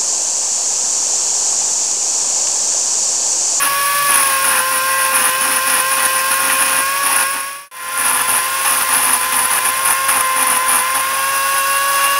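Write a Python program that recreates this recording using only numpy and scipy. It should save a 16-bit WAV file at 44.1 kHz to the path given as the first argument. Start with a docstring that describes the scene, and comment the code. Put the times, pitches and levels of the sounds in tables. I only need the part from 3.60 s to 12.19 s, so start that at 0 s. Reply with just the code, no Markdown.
"""Core drilling a brick wall

Outdoors, one microphone close to a handheld electric core drill cutting dry, a dust extractor drawing
air through it. The gears whine and sag under load; whenever the crown bites, grit makes the steel tube
ring, and hard bites set it shuddering. One stretch of drilling fades out and a second, deeper in the
wall, fades in and eases off. Mono."""
import sys
import numpy as np
from scipy import signal
from scipy.fft import rfft, irfft, next_fast_len
from scipy.io import wavfile
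from scipy.ndimage import uniform_filter1d

SR = 44100
rng = np.random.default_rng(int(sys.argv[2]) if len(sys.argv) > 2 else 0)


def dump(signal):
    """Clip the signal to [-1, 1] and save it as 16-bit WAV at the path in sys.argv[1]."""
    limited = np.clip(np.atleast_2d(signal).T, -1, 1)
    pcm = np.round(limited * 32767).astype(np.int16)
    wavfile.write(sys.argv[1], SR, pcm)


N = 378819
TIME = np.arange(N) / SR
SECOND_STRETCH_S = 4.112

# The crown bites into the brick. Each row: start in seconds, length in seconds, ring in dB,
# growl in dB, braking of the rotor in turns per second.
CROWN_BITES = [(0.02, 0.063, -16.5, -40, 7), (0.49, 0.08, -16, -40.5, 5.5), (0.572, 0.067, -16, -41, 7.0),
               (0.652, 0.12, -18, -47, 5.5), (0.841, 0.17, -16, -40, 12), (1.113, 0.071, -19.5, -39.0, 14),
               (1.287, 0.069, -22, -68, 5), (1.38, 0.1, -19, -61, 7.5), (1.527, 0.17, -16, -37.0, 14.0),
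               (1.811, 0.18, -17.5, -38.5, 12), (2.069, 0.14, -16.5, -38.5, 16.5),
               (2.31, 0.048, -18, -49, 8), (2.371, 0.1, -16.5, -42.5, 15), (2.53, 0.085, -19, -49, 9.5),
               (2.7, 0.048, -17, -43.0, 9.5), (2.8, 0.16, -17.5, -39.0, 7.5), (2.989, 0.22, -17, -39.5, 4),
               (3.43, 0.21, -16.5, -41, 12.5), (3.738, 0.075, -18.5, -39.0, 13.5),
               (4.376, 0.25, -18, -42.5, 10.5), (4.681, 0.11, -16.5, -42.5, 12),
               (5.047, 0.19, -16.5, -40.5, 5.5), (5.289, 0.29, -16, -39.5, 6.5),
               (5.611, 0.054, -20.5, -48, 0.0), (5.721, 0.14, -17, -44, 11), (5.91, 0.083, -15.5, -44, 17),
               (6.045, 0.06, -17, -41, 9.5), (6.251, 0.083, -15.0, -42.5, 7),
               (6.484, 0.13, -16, -40.5, 9.5), (6.763, 0.082, -17.0, -39.5, 6),
               (6.869, 0.11, -15.0, -40, 12), (7.08, 0.13, -16, -39, 14.5), (7.349, 0.064, -17, -41.5, 7),
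               (7.5, 0.097, -21.5, -50, 0.34), (7.752, 0.03, -20.5, -56, 5.5), (7.97, 0.031, -21.5, -60, 8),
               (8.338, 0.052, -22.5, -60.5, 3.5), (8.426, 0.041, -19.5, -51, 1.3)]
# Resonances of gearbox and tube. Each row: frequency in Hz, width in Hz, gain in dB.
BODY_MODES = [(817, 45, -1), (927, 64, 1.5), (1138, 226, 3.5), (1217, 152, 4), (1418, 86, 2.5),
              (1564, 238, 0.5), (1677, 155, 4), (2011.5, 125, 5), (2015, 99, 4.5), (2400, 325, -5.5),
              (2770, 92, -2.5), (2930, 69, -6.5), (3280, 490, -11), (4360, 1600, -18.5), (5190, 380, -12),
              (6320, 310, -14.5)]


def from_db(db):
    return 10 ** (np.asarray(db) / 20)


def rms_one(x):
    return x / np.sqrt(np.mean(x ** 2) + 1e-20)


def in_time(rows):
    """A curve through rows of seconds and value, sample by sample."""
    return np.interp(TIME, *np.transpose(rows))


def drift(rate):
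    """Smooth random wander of spread 1, mostly slower than rate in Hz."""
    pole = np.exp(-40 * np.pi * rate / SR)   # runs at a twentieth of the sample rate
    slow = signal.lfilter([1], [1, -2 * pole, pole * pole], rng.standard_normal(N // 20 + 4002))[4000:]
    return np.interp(np.arange(N) / 20, np.arange(len(slow)), rms_one(slow))


def butter(x, order, hz, kind):
    return signal.sosfilt(signal.butter(order, hz, kind, fs=SR, output="sos"), x)


def resonate(x, hz, width_hz):
    """A two-pole resonance with gain 1 at its peak."""
    r = np.exp(-np.pi * width_hz / SR)
    feedback = [1, -2 * r * np.cos(2 * np.pi * hz / SR), r * r]
    return signal.lfilter(np.array([1, 0, -1]) * (1 - r * r) / 2, feedback, x + 1e-18)


def coloured(spectrum):
    """Noise of rms 1, shaped by rows of Hz and dB."""
    size = next_fast_len(N)
    hz, level_db = np.transpose(spectrum)
    gain = from_db(np.interp(np.log(np.fft.rfftfreq(size, 1 / SR) + 1), np.log(hz), level_db))
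    return rms_one(irfft(rfft(rng.standard_normal(size)) * gain, size)[:N])


def grit(per_s, spread_db):
    """Random clicks of uneven size, rms 1."""
    sizes = from_db(spread_db * np.clip(rng.standard_normal(N), -2, 2)) * rng.choice([-1, 1], N)
    return rms_one(sizes * (rng.random(N) < per_s / SR))


def tone(phase, rough, rate):
    """A sine of rms 1; rough sets the depth of its random flutter, rate the speed in Hz."""
    flutter = (drift(rate) + 1j * drift(rate)) / np.sqrt(2)
    start = 2 * np.pi * rng.random()
    return np.sqrt(2 / (1 + rough ** 2)) * np.real((1 + rough * flutter) * np.exp(1j * (phase + start)))


def episodes(rows, between_db, edge_s):
    """A gain that ramps to each episode's level and back."""
    level = np.full(N, from_db(between_db))
    for start, length, level_db in rows:
        level[int(start * SR):int((start + length) * SR)] = from_db(level_db)
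    return uniform_filter1d(level, max(int(edge_s * SR), 1))


def motor_speed():
    """Rotor turns per second: bites brake the rotor, which sags and recovers with its inertia."""
    # Speed under feed pressure alone. Each row: time in seconds, turns per second.
    feed_speed = [(0, 187.1), (0.42, 190.7), (0.7, 184.1), (1.05, 180.9), (1.7, 182.0), (2.3, 184.3),
                  (3.2, 182.3), (3.38, 187.1), (3.7, 188.9), (4.11, 190.8), (4.115, 172.4), (4.75, 179.8),
                  (5.03, 182.2), (5.6, 174.3), (6.05, 180.7), (6.45, 181.3), (6.8, 175.9), (7.22, 179.8),
                  (7.65, 182.3), (8.59, 187.1)]
    inertia_s = .15
    braking = np.zeros(N)
    for start, length, _, _, turns in CROWN_BITES:
        braking += turns * ((TIME >= start) & (TIME < start + length))
    pole = np.exp(-1 / (inertia_s * SR))
    return in_time(feed_speed) - signal.lfilter([1 - pole], [1, -pole], braking)


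def gearbox(force, modes):
    """Gearbox and tube answer a force with parallel resonances of alternating sign."""
    return sum((-1) ** k * from_db(db) * resonate(force, hz, width)
               for k, (hz, width, db) in enumerate(modes))


def gears(angle, turns, shake, second):
    """Tooth tones ride on the rotor angle; the big wheel's runout sways them, shudders break them up."""
    # Main whine. Each row: time in seconds, level in dB before shudders duck it.
    whine_levels = [(0, -20), (.45, -18), (1.0, -20.5), (1.4, -19.5), (1.8, -21.5), (2.8, -20.5),
                    (3.4, -20.5), (4.05, -22.5), (4.15, -23.5), (6.05, -22.5), (6.7, -18), (7.5, -21),
                    (8.25, -17.5), (8.59, -17)]
    # Other tooth tones. Each row: multiple of rotor rate, then dB relative to the whine for a
    # labouring and an eased motor in the first stretch, and the same pair in the second.
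    tooth_tones = [(3, -11.5, -15.5, -16, -14), (9, -5, -7, -13, -7.5), (12, -20.5, -15.5, -11.5, -21),
                   (15, -13.5, -17, -18, -10)]
    # Tones driven by torque. Each row: multiple of rotor rate, relative dB in first and second stretch.
    loaded_tones = [(5, -34, -44), (7, -37.5, -53), (8, -32, -32.5), (10, -40.5, -36), (11, -28, -32),
                    (13, -37, -55), (14, -37.5, -32.5), (17, -26, -35)]
    # Thin whines of the lightly loaded drive. Each row: multiple of rotor rate, relative level in dB.
    free_tones = [(5.05, -40), (5.4, -36), (6.4, -46), (8.05, -35), (18, -41), (21, -42), (27.2, -38.5),
                  (30.05, -49), (33.1, -39.5), (41.65, -46.5)]
    mesh_order, wheel_order = 6, .207   # multiples of rotor rate
    free_turns, loaded_turns, labouring_turns, eased_turns = 190, 176, 177, 181.2   # per second
    torque = np.clip((free_turns - turns) / (free_turns - loaded_turns), 0, 1)
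    ease = np.clip((turns - labouring_turns) / (eased_turns - labouring_turns), 0, 1)
    wheel = wheel_order * angle
    angle = angle + 0.03 * np.sin(wheel) + 0.0027 * np.sin(2 * wheel) + 0.07 * shake * drift(30)
    whine_db = in_time(whine_levels)
    out = from_db(whine_db - 3.5 * shake) * tone(mesh_order * angle, rough=0.039 + 0.29 * shake, rate=82.8)
    meshing = 1.016 / (1 + 1.25 * shake ** 2)   # teeth that rattle loose lose their overtones
    flutter = .015 + .04 * shake
    for order, first_hard_db, first_eased_db, second_hard_db, second_eased_db in tooth_tones:
        hard_db = np.where(second, second_hard_db, first_hard_db)
        eased_db = np.where(second, second_eased_db, first_eased_db)
        gain = from_db(whine_db + (1 - ease) * hard_db + ease * eased_db)
        gain *= meshing if order > mesh_order else 1
        out += gain * tone(order * angle, rough=flutter * order, rate=16)
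    # loaded tones sing out as the speed carries them across a resonance
    drive = sum(from_db(np.where(second, second_db, first_db)) * tone(order * angle, rough=1, rate=9.4)
                for order, first_db, second_db in loaded_tones)
    out += gearbox(drive * (0.68 + 0.4 * torque), BODY_MODES)
    free_gain = meshing * (1.1 - 0.51 * torque) * from_db(np.where(second, 1, -6))
    for order, level_db in free_tones:
        out += from_db(level_db) * free_gain * tone(order * angle, rough=0.3, rate=11)
    return out


def grinding(load, shake, snag_db, judder, second):
    """Crushed grains drive gearbox and tube, harder with every bite, shudder and snag."""
    follows_load = np.where(second, 0.51, 0.79)
    effort_db = follows_load * 20 * np.log10(load) + 1.5 * shake
    force = grit(per_s=12000, spread_db=2.5) * from_db(1.3 * judder)
    low, high = gearbox(force, BODY_MODES[:4]), gearbox(force, BODY_MODES[4:])
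    # harder grinding and a deeper hole bring out the lower resonances
    low_gain = from_db(0.54 * effort_db + np.where(second, -5.4, -7.4))
    body = low_gain * rms_one(low) + from_db(-3.5) * rms_one(high)
    return from_db(-20 + effort_db + snag_db) * butter(body, 5, 670, "high")


def crown_ring(bite, judder, second):
    """The segments catch in short bursts of grit that set the steel ringing; coarser grains crack."""
    # Each row: frequency in Hz, width in Hz, relative dB in first and second stretch.
    steel_modes = [(9050, 480, -14.5, -12.5), (9658, 276, -2, -2), (9913, 121, 0, 4),
                   (10150, 120, -1, -3.5), (12420, 560, -13, -10)]
    bursts = from_db(1.25 * judder + 2.5 * drift(380) + 1.13 * drift(18))
    force = rms_one(grit(per_s=6000, spread_db=2.3) * bursts)
    ring = sum((-1) ** k * from_db(np.where(second, second_db, first_db)) * resonate(force, hz, width)
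               for k, (hz, width, first_db, second_db) in enumerate(steel_modes))
    cracks = grit(per_s=280, spread_db=3) * from_db(1.4 * judder)
    crackle = butter(cracks, 2, [2200, 7000], "band")
    return bite * (rms_one(ring) + from_db(-17) * rms_one(crackle))


def chatter(angle, shudder, load, second):
    """A shuddering tube growls; bites knock dully through the drill."""
    # Low resonances of the drill on its handles. Each row: frequency in Hz, half the width of each
    # filter pass in Hz, dB at a firm bite in first and second stretch.
    handle_modes = [(100, 56, -64, -50), (164, 91, -48, -48.5), (234, 67, -54.5, -50.5),
                    (364, 47, -45, -46.5), (744, 120, -39, -35.5)]
    thuds = grit(per_s=900, spread_db=6)
    knock = np.zeros(N)
    for hz, half_width, first_db, second_db in handle_modes:
        mode = resonate(resonate(thuds, hz, 2 * half_width), hz, 2 * half_width)
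        knock += from_db(np.where(second, second_db, first_db)) * rms_one(mode)
    growl = shudder * tone(1.5 * angle, rough=0.88, rate=29)
    return growl + load ** 1.7 * knock


def idle_hum(hz):
    """A low hum that all but stops once the crown is pressed in."""
    # Each row: time in seconds, level in dB.
    hum_levels = [(0, -46), (.48, -51), (.56, -67), (8.59, -59.5)]
    return from_db(in_time(hum_levels)) * tone(2 * np.pi * hz * TIME, rough=0.24, rate=6.5)


def airflow():
    """Steady rush of cooling fan and extractor, and the hiss of dusty air drawn into the hole."""
    # Spectra of rush and hiss. Each row: frequency in Hz, relative density in dB.
    rush_spectrum = [(20, -44), (45, -23), (62, 7), (85, -7.5), (140, -2.5), (180, -0.5), (380, 2),
                     (650, 10), (950, -16), (2500, 11.5), (3900, 2.5), (6000, 4), (7500, 0.5), (16000, 4.5)]
    hiss_spectrum = [(1500, -12), (3500, -2), (5500, 1), (7500, -5.5), (9000, 2), (11500, 1), (13500, 1),
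                     (16000, -0.5)]
    # Suction at the hole. Each row: time in seconds, mean hiss level in dB.
    suction = [(0, -23.5), (.5, -20.5), (1.05, -24), (2.9, -23.5), (4.0, -30), (4.15, -38.5), (5.05, -24),
               (7.25, -33.5), (7.9, -24.5), (8.59, -23.5)]
    rush = from_db(-26.5) * butter(coloured(rush_spectrum), 6, 38, "high")
    hiss = from_db(in_time(suction) + 1.3 * drift(91)) * coloured(hiss_spectrum)
    return rush + hiss


def extractor_whistles(second):
    """Extractor and hose hum and whistle: breathy tones that ignore the drill's speed."""
    # Each row: frequency in Hz, width of its wander in Hz, dB in first and second stretch.
    whistles = [(62.6, 11.52, -75, -62), (138.6, 8.264, -57, -60.5), (377.5, 13.52, -52.5, -52.5),
                (2493, 70, -31.5, -55), (3420, 42.3, -43, -40.5), (4590, 76, -44, -55),
                (5230, 99, -39.5, -48), (5575, 100, -37.5, -47)]
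    out = np.zeros(N)
    for hz, width, first_db, second_db in whistles:
        phase = 2 * np.pi * hz * TIME + np.cumsum(drift(30)) * np.pi * width / SR
        out += from_db(np.where(second, second_db, first_db)) * tone(phase, rough=0.35, rate=11.6)
    return out


def snags():
    """Extra grinding in dB: a segment snags on a hard grain, flaring at once and dying away."""
    # Each row: start in seconds, decay in seconds, added level in dB.
    hard_grains = [(2.9, 0.01, 8), (3.022, 0.0061, 7), (5.05, 0.011, 7), (5.721, 0.0085, 3.5),
                   (5.985, 0.0096, 2), (6.284, 0.0082, 4), (6.492, 0.013, 9), (8.39, 0.072, 6)]
    return sum(db * (TIME >= start) * np.exp(-np.abs(TIME - start) / decay)
               for start, decay, db in hard_grains)


def scene():
    """Drill and extractor at the wall, close to one microphone."""
    second = TIME > SECOND_STRETCH_S
    start, length, ring_db, growl_db, _ = np.transpose(CROWN_BITES)
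    # between bites the crown only skims the brick
    bite = episodes(zip(start, length, ring_db), between_db=-24.5, edge_s=0.0091)
    shudder = episodes(zip(start, length, growl_db), between_db=-57, edge_s=0.015)
    load, shake = bite / from_db(-17), shudder / from_db(-36)   # 1 at a firm bite, a full shudder
    turns = motor_speed() + 0.507 * load ** 2 * drift(14.1)   # uneven cutting makes the speed waver
    angle = 2 * np.pi * np.cumsum(turns) / SR
    judder = drift(59)   # uneven contact, shared by grinding and ring
    snag_db = snags()
    drill = gears(angle, turns, shake + 0.02 * snag_db, second)   # snags jolt the gears too
    drill += grinding(load, shake, snag_db, judder, second)
    drill += crown_ring(bite, judder, second) + chatter(angle, shudder, load, second)
    return np.tile(drill + idle_hum(hz=140.3) + airflow() + extractor_whistles(second), (2, 1))


def record(dry):
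    """A fade out and in between the stretches, softly limited peaks and a steep top cut."""
    # Each row: time in seconds, gain as a factor.
    fader = [(0, 1), (3.62, 1), (4.04, .13), (4.09, .006), (4.112, .002), (4.113, .11), (4.45, 1), (8.6, 1)]
    ceiling, cutoff_hz = .85, 15700
    faded = dry * in_time(fader)
    limited = faded / (1 + (faded / ceiling) ** 8) ** (1 / 8)
    return signal.sosfilt(signal.ellip(14, .1, 100, cutoff_hz, fs=SR, output="sos"), limited)


dry = scene()
out = record(dry)
dump(out)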